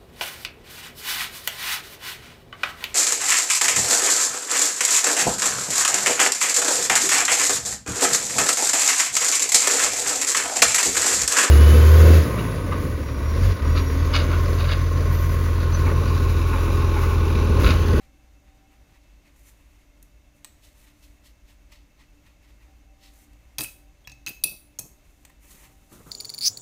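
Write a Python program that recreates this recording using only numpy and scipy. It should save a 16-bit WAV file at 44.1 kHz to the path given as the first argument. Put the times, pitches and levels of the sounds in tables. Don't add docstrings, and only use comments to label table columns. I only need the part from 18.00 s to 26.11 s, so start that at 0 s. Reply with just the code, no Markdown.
import sys
import numpy as np
from scipy import signal
from scipy.fft import rfft, irfft, next_fast_len
from scipy.io import wavfile

SR = 44100
rng = np.random.default_rng(int(sys.argv[2]) if len(sys.argv) > 2 else 0)


def file_out(sig):
    cols = np.atleast_2d(sig).T
    lim = np.clip(cols, -1, 1)
    pcm = np.round(lim * 32767).astype(np.int16)
    wavfile.write(sys.argv[1], SR, pcm)


N = 357651

# frequency in [Hz], density in [dB per Hz].
AIR_SPECTRUM = [(11, -64), (18, -10.5), (59, -3), (196, -15.5), (300, -15), (446, -24.5), (576, -20.5),
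                (744, -24), (1170, -27.5), (2670, -28.5), (3260, -31.5), (6820, -35.5), (10400, -40),
                (13900, -38.5), (16000, -41)]
# centre in [Hz], width in [Hz], level in [dB].
FAN_BANDS = [(52.13, 20.2, -56), (292.8, 10.5, -70.5), (591, 29, -77.5), (2155, 164, -78.5),
             (2649, 47, -78), (3684, 60, -86), (6030, 330, -82), (6710, 420, -81.5)]
# start in [s], length in [s], level in [dB].
FAR_TONES = [
    (0.0, 0.04, -67.5),
    (.5, 0.34, -72.5),
    (3.75, .1, -99),
    (4.713, 0.11, -71.5),
    (5.09, 1.3, -77.5),
    (7.0, .4, -81),
    (7.7, 0.029, -71),
]
# frequency in [Hz], t60 in [s].
ROOM_T60 = [(300, 0.32), (2500, 0.38), (8000, 0.35), (15000, 0.38)]

# start in [s], length in [s], level in [dB].
SLEEVE_DRAGS = [
    (7.436, 0.085, -67),
    (7.548, 0.16, -63.5),
    (7.804, 0.0086, -64),
    (7.922, 0.083, -51),
    (8.07, 0.028, -48),
]
# frequency in [Hz], density in [dB per Hz].
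SLEEVE_SPECTRUM = [(41, -44), (70, -5), (75, -23), (113, -1.5), (212, -4), (461, -11), (504, -12),
                   (744, -20), (1330, -15), (2500, -40), (3250, -61), (5500, -120)]
# start in [s], level in [dB].
ROCKS = [
    (5.598, -39.5),
    (6.28, -46),
    (6.45, -48.5),
    (6.518, -53.5),
    (6.798, -46),
    (6.84, -58),
]
# frequency in [Hz], density in [dB per Hz].
ROCK_SPECTRUM = [(41, -51.5), (70, -7), (135, -5.5), (207, -11), (309, -13), (407, -11), (548, -25),
                 (624, -16.5), (1200, -28), (1560, -39), (2640, -120)]

# start in [s], paper, wet dab and dry hiss levels in [dB].
DABS = [(.02, -67, -70.5, -72), (.48, -69.5, -76, -82), (.718, -67, -77, -74), (.945, -65.5, -70, -74),
        (1.022, -80, -76, -80), (1.102, -74, -74, -86), (1.26, -65.5, -69, -72), (1.47, -65, -68, -60),
        (2.64, -70, -59.5, -62), (2.87, -68, -68.5, -76), (3.031, -74, -62, -64.5),
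        (3.252, -68.5, -60.5, -62.5), (3.487, -63.5, -62.5, -65.5), (3.724, -59, -57.5, -64.5),
        (4.0, -61.5, -64, -71.5), (4.265, -62, -68, -71.5), (4.43, -67.5, -71, -76),
        (4.49, -70.5, -71, -76), (4.62, -64.5, -71, -73), (7.048, -71, -82, -72),
        (7.512, -82, -64.5, -60.5), (7.635, -57.5, -62.5, -57.5), (7.928, -71, -62, -55),
        (8.072, -83, -73, -61)]
# start in [s], length in [s], paper, wet dab, dry hiss in [dB].
STROKES = [(1.37, 0.12, -73, -80, -66.5), (1.574, 0.25, -72, -78, -75), (2.358, 0.039, -78, -96, -71),
           (2.778, 0.066, -73, -72, -67), (2.543, 0.63, -78, -83, -75.5), (3.813, .15, -82, -84, -88),
           (5.037, 0.04, -64.5, -56, -63), (5.137, 0.11, -72, -72, -63.5), (5.306, 0.24, -74.5, -97, -79),
           (7.093, .14, -103, -92, -72), (7.436, 0.18, -65.5, -70, -59.5), (7.715, 0.2, -80, -77, -69.5),
           (7.995, .14, -72, -71, -64.5)]
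# frequency in [Hz], density in [dB per Hz].
PAPER_SPECTRUM = [(530, -64), (900, -4), (1090, -6.5), (1300, -6), (1470, -15), (1600, -11.5), (1900, -1),
                  (2160, -3), (2620, -4), (2800, -7), (3640, -20), (6160, -120)]
# frequency in [Hz], density in [dB per Hz].
WET_SPECTRUM = [(1530, -34), (2600, 0), (2820, 1), (4100, 3), (4520, -10.5), (4910, 1), (5280, -3.5),
                (6500, -7), (8450, -7), (14300, -120)]
# frequency in [Hz], density in [dB per Hz].
HISS_SPECTRUM = [(2350, -10), (4000, -9), (5410, -5), (6110, 3.5), (13000, 1), (15100, 1.5), (16000, -11)]
# centre in [Hz], width in [Hz], level in [dB].
PALETTE_MODES = [(1980, 26, -3), (3870, 14, -9), (4442, 75, 2), (5300, 64, -2.5), (6200, 19, -10)]

# start in [s], middle, low and top mode levels in [dB], contact in [ms].
TICKS = [(1.3618, -58, -60, -68, 0.93), (2.0271, -63, -62, -50, 1.5), (2.4458, -31, -41.5, -42, 1.4),
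         (2.4504, -36.5, -48, -75, 0.93), (3.7204, -59, -56, -67, 0.65), (5.19, -53, -70, -68, .4),
         (5.3328, -57, -70, -66, 1.2), (5.789, -69, -60, -66, 1.3), (6.042, -60, -70, -74, 1.5),
         (7.2502, -36, -43, -51, 1.8), (7.2962, -66, -51, -63, 2.6), (7.3012, -58, -52.5, -62, .74)]
# start in [s], middle, low clack and top mode levels in [dB], contact in [ms].
KNOCKS = [(6.0729, -26, -24.5, -46, 1.8), (6.095, -38, -39.5, -57, 2.8), (6.1177, -33.5, -45, -64.5, 1.6),
          (6.2633, -20, -31, -40, 0.57), (6.2671, -27.5, -23.5, -45.5, 1.7), (6.2723, -24, -37, -51, 1.7),
          (6.279, -46, -30.5, -40, 0.8), (6.2833, -18.5, -44, -34, 1.2), (6.2896, -34.5, -51.5, -31.5, 3.5),
          (6.4375, -9.5, -37, -17.5, 1.3), (6.4405, -29, -39.5, -17.5, 1.3)]
# start in [s], middle, low clack and top levels in [dB], contact in [ms].
RATTLE = [(5.5832, -13, -26, -26.5, 1), (5.5863, -16.5, -33, -26, 1.8), (5.5908, -23.5, -20.5, -30, 1.8),
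          (5.5973, -39, -38, -28, 7.4), (5.6074, -16.5, -28, -27, 1), (5.6113, -29, -33, -29.5, 2.8),
          (5.616, -41, -53, -27, 3.1), (5.6224, -29, -33, -35, 7.6), (5.6326, -49, -49, -27.5, 5.2),
          (5.6373, -36, -53, -33, 1.3), (5.6433, -46, -30, -35.5, 2.4), (5.6519, -42, -37, -43, 1.5)]
# start in [s], ferrule, low clack and top levels in [dB], contact in [ms].
SET_DOWN = [
    (6.7876, -15.5, -51.5, -64, 2.6),
    (6.791, -34, -63, -29.5, 2.3),
    (6.7983, -50, -60, -36.5, 0.88),
    (6.811, -50, -56, -52, 1.3),
]
# start in [s], pitch in [Hz], level in [dB], t60 in [s].
DRIP = (6.049, 3330, -50, .08)
# start in [s], level in [dB], pitch in [Hz], t60 in [s], twin mode level in [dB].
RINGS = [
    (5.581, -40, 2610, 0.36, -8),
    (5.609, -34, 2604, 0.18, -13),
    (5.655, -35, 2558, 0.14, -19),
    (6.075, -34.5, 2600, 0.035, -2.5),
    (6.098, -48, 2600, .087, -12),
    (6.12, -47.5, 2600, 0.15, -4),
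    (6.266, -27, 2600, 0.12, -19),
    (6.292, -37.5, 2595, 0.18, -2),
    (6.441, -27, 2590, 0.19, -6),
    (6.793, -49.5, 2560, 0.19, -14),
]

# frequency in [Hz], level in [dB], t60 in [s].
JAR_LOW = [(1790, 7.5, 0.00073), (2600, 0, 0.007)]
# frequency in [Hz], level in [dB], t60 in [s].
JAR_MIDDLE = [(3400, -25.5, .02), (4150, -10, 0.0088), (4770, -12.5, 0.029), (4860, -4, .003),
              (5260, -16, 0.013), (5930, 0, 0.0048), (6440, -8, 0.02), (7640, -3, 0.0013)]
# frequency in [Hz], level in [dB], t60 in [s].
JAR_TOP = [(8900, 2, 0.0019), (9700, -13, .008), (10100, -4, 0.022), (10500, 2, .002), (12140, -13, .02),
           (12600, -1.5, 0.0015), (13600, -18, .008), (13800, -4.5, 0.017), (14000, -16, .018),
           (14850, -10, .02), (14500, 7, 0.0016)]
# frequency in [Hz], level in [dB], t60 in [s].
TABLE_MODES = [(73, -26, 0.1), (125, 1, 0.25), (186, -6, 0.076), (305, 0.5, 0.12), (574, 3, 0.027),
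               (805, 5, 0.024), (958, -6, 0.049), (1274, -11.5, 0.071), (1795, -1.5, 0.0071)]
# frequency in [Hz], level in [dB], t60 in [s].
HANDLE_LOW = [(1090, 4.5, 0.0055), (1900, 3, 0.014), (2400, 4.5, 0.0047)]
# frequency in [Hz], level in [dB], t60 in [s].
HANDLE_MIDDLE = [(4100, -1.6, 0.0019), (5770, -1.4, 0.00093), (7130, -1.1, 0.0046), (8100, 0.29, 0.0059)]
# frequency in [Hz], level in [dB], t60 in [s].
HANDLE_TOP = [(8700, 3.26, 0.0011), (9900, 1.7, 0.0017), (12600, 0.9, 0.0011), (14100, 2.3, 0.002)]
# frequency in [Hz], level in [dB], t60 in [s].
FERRULE_MODES = [(4160, -31, .004), (5840, -18, 0.0044), (6500, 0, 0.0046), (7500, -9, 0.0044)]


def from_db(db):
    return 10 ** (np.asarray(db) / 20)


def rms_one(x):
    return x / np.sqrt(np.mean(x ** 2) + 1e-20)


def at_hz(points, hz):
    table_hz, value = np.array(points).T
    return np.interp(np.log(hz), np.log(table_hz), value)


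def width_to_t60(width_hz):
    return np.log(1000) / (np.pi * width_hz)


def drift(rate_hz):
    pole = np.exp(-80 * np.pi * rate_hz / SR)
    noise = rng.standard_normal(N // 40 + 2002)
    slow = signal.lfilter([1], [1, -2 * pole, pole ** 2], noise)[2000:]
    return np.interp(np.arange(N) / 40, np.arange(len(slow)), rms_one(slow))


def ring(force, hz, t60_s):
    pole = from_db(-60 / (t60_s * SR))
    turn = 2 * np.pi * hz / SR
    return signal.lfilter([0, np.sin(turn)], [1, -2 * pole * np.cos(turn), pole ** 2], force + 1e-18)


def coloured(spectrum):
    length = next_fast_len(N)
    hz = np.fft.rfftfreq(length, 1 / SR) + 1
    bins = rfft(rng.standard_normal(length)) * from_db(at_hz(spectrum, hz))
    return rms_one(irfft(bins, length)[:N])


def narrow(hz, width_hz):
    t60_s = width_to_t60(width_hz)
    once = ring(rng.standard_normal(N + SR), hz, t60_s)
    return rms_one(ring(once, hz, t60_s)[SR:])


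def held(start_s, length_s, rise_db_per_s, fall_db_per_s):
    t = np.arange(N) / SR
    rise_db = np.minimum(rise_db_per_s * (t - start_s), 0)
    fall_db = fall_db_per_s * np.maximum(t - start_s - length_s, 0)
    return from_db(rise_db - fall_db)


def struck(events, bodies, trims_db, spread_db):
    crack_db, crack_above_hz = 0.5, 3200
    thump_follows = 0.52
    out, span = np.zeros(N), SR // 6
    bare = signal.butter(2, crack_above_hz, "high", fs=SR, output="sos")
    for start_s, *levels_db, contact_ms in events:
        at = round(start_s * SR)
        age = np.arange(span) / SR / (max(contact_ms, 0.1) / 1000)
        grit = rng.standard_normal(span) * from_db(7 * rng.standard_normal(span))
        force = grit * np.sqrt(age) * np.exp(-age)
        force /= np.sqrt(np.sum(force ** 2))
        crack_gain = 4 * from_db(levels_db[-1] + trims_db[-2] + crack_db)
        out[at:at + span] += crack_gain * signal.sosfilt(bare, force)
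        body_levels_db = levels_db + [thump_follows * levels_db[0]]
        for body, level_db, trim_db in zip(bodies, body_levels_db, trims_db):
            rings = np.zeros(span)
            for hz, mode_db, t60_s in body:
                mode_gain = from_db(mode_db + spread_db * rng.standard_normal())
                rings += mode_gain * ring(force, hz, t60_s)
            radiates = signal.butter(3, 0.75 * body[0][0], "high", fs=SR, output="sos")
            out[at:at + span] += from_db(level_db + trim_db) * signal.sosfilt(radiates, rings)
    return out


def room_tone():
    air = from_db(-60.5 + 0.62 * drift(7.6)) * coloured(AIR_SPECTRUM)
    whine = sum(from_db(level_db) * narrow(hz, width_hz) for hz, width_hz, level_db in FAN_BANDS)
    far_gain = sum(from_db(level_db) * held(start_s, length_s, rise_db_per_s=53, fall_db_per_s=46.5)
                   for start_s, length_s, level_db in FAR_TONES)
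    return air + whine + far_gain * narrow(777, width_hz=16)


def room(x):
    room_db, first_echo_s = -9.5, 0.0034
    t = np.arange(SR // 2) / SR
    edges_hz = 70 * 2.0 ** np.arange(9)
    tail = np.zeros(len(t))
    for low_hz, high_hz in zip(edges_hz, edges_hz[1:]):
        band = signal.butter(2, [low_hz, min(high_hz, 0.45 * SR)], "band", fs=SR, output="sos")
        t60_s = at_hz(ROOM_T60, low_hz * np.sqrt(2))
        tail += signal.sosfilt(band, rng.standard_normal(len(t))) * from_db(-60 * t / t60_s)
    tail *= t > first_echo_s
    tail /= np.sqrt(np.sum(tail ** 2))
    return from_db(room_db) * signal.fftconvolve(x, tail)[:N]


def sleeve():
    level = sum(from_db(level_db) * held(start_s, length_s, rise_db_per_s=807, fall_db_per_s=256)
                for start_s, length_s, level_db in SLEEVE_DRAGS)
    return level * from_db(2.5 * drift(37)) * coloured(SLEEVE_SPECTRUM)


def rocking():
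    rise_db_per_s, settle_db = 2998, -20.5
    level = np.zeros(N)
    for start_s, level_db in ROCKS:
        jolt = held(start_s, 0, rise_db_per_s, fall_db_per_s=366)
        settling = held(start_s, 0, rise_db_per_s, fall_db_per_s=62)
        level += from_db(level_db) * (jolt + from_db(settle_db) * settling)
    return level * from_db(3.5 * drift(21)) * coloured(ROCK_SPECTRUM)


def slips():
    slips_per_s, spread_db = 900, 4.0
    sizes = from_db(spread_db * np.minimum(rng.exponential(1, N), 4)) * rng.choice([-1, 1], N)
    clicks = sizes * (rng.random(N) < slips_per_s / SR)
    return rms_one(sum(from_db(level_db) * np.sqrt(width_hz) * ring(clicks, hz, width_to_t60(width_hz))
                       for hz, width_hz, level_db in PALETTE_MODES))


def brush():
    flutter = from_db(1.2 * drift(55))
    gains = np.zeros((3, N))
    for start_s, *levels_db in DABS:
        gains += np.outer(from_db(levels_db), held(start_s, 0.017, rise_db_per_s=700, fall_db_per_s=272))
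    for start_s, length_s, *levels_db in STROKES:
        gains += np.outer(from_db(levels_db), held(start_s, length_s, rise_db_per_s=450, fall_db_per_s=404))
    paper_gain, wet_gain, hiss_gain = gains
    paper = paper_gain * coloured(PAPER_SPECTRUM)
    wet = wet_gain * (0.82 * coloured(WET_SPECTRUM) + from_db(-6.5) * slips())
    hiss = hiss_gain * coloured(HISS_SPECTRUM)
    return flutter * (paper + wet + hiss)


def handle():
    bodies = (HANDLE_MIDDLE, HANDLE_LOW, HANDLE_TOP, TABLE_MODES)
    return struck(TICKS, bodies, (-0.5, -2, 7.5, -72), spread_db=1.0)


def bell():
    twin_below_hz, swell_s = 22, 0.0025
    out, t = np.zeros(N), np.arange(SR // 2) / SR
    swell = 1 - np.exp(-(t / swell_s) ** 2)
    for start_s, level_db, hz, t60_s, twin_db in RINGS:
        at = round(start_s * SR)
        main = np.sin(2 * np.pi * hz * t)
        twin = from_db(twin_db) * np.sin(2 * np.pi * (hz - twin_below_hz) * t)
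        out[at:at + len(t)] += from_db(level_db - 60 * t / t60_s) * swell * (main + twin)
    return out


def drip():
    start_s, hz, level_db, t60_s = DRIP
    click = np.zeros(N)
    click[round(start_s * SR)] = from_db(level_db)
    return ring(click, hz, t60_s)


def jar():
    knocks = struck(KNOCKS, (JAR_MIDDLE, JAR_LOW, JAR_TOP, TABLE_MODES),
                    (-6, -2.7, -0.5, -45.5), spread_db=5.5)
    rattle = struck(RATTLE, (JAR_MIDDLE, JAR_LOW, HANDLE_TOP, TABLE_MODES),
                    (-4.5, -0.5, 5.0, -39.5), spread_db=2.5)
    set_down = struck(SET_DOWN, (FERRULE_MODES, JAR_LOW, HANDLE_TOP, TABLE_MODES),
                      (-3.5, 5.5, 6.5, -39), spread_db=3.5)
    return knocks + rattle + set_down + drip()


def scene():
    hits, note = jar() + handle(), bell()
    echoes = room(hits + from_db(0.5) * note)
    mix = room_tone() + sleeve() + rocking() + brush() + echoes + note + hits
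    return mix[None]


def band_limit(x):
    return signal.sosfilt(signal.butter(12, 16960, fs=SR, output="sos"), x)


def record(dry):
    stop_hz, stop_db = 16200, 45
    top_cut = signal.cheby2(10, stop_db, stop_hz, fs=SR, output="sos")
    mix = signal.sosfilt(top_cut, dry)
    return band_limit(mix)


dry = scene()
out = record(dry)
file_out(out)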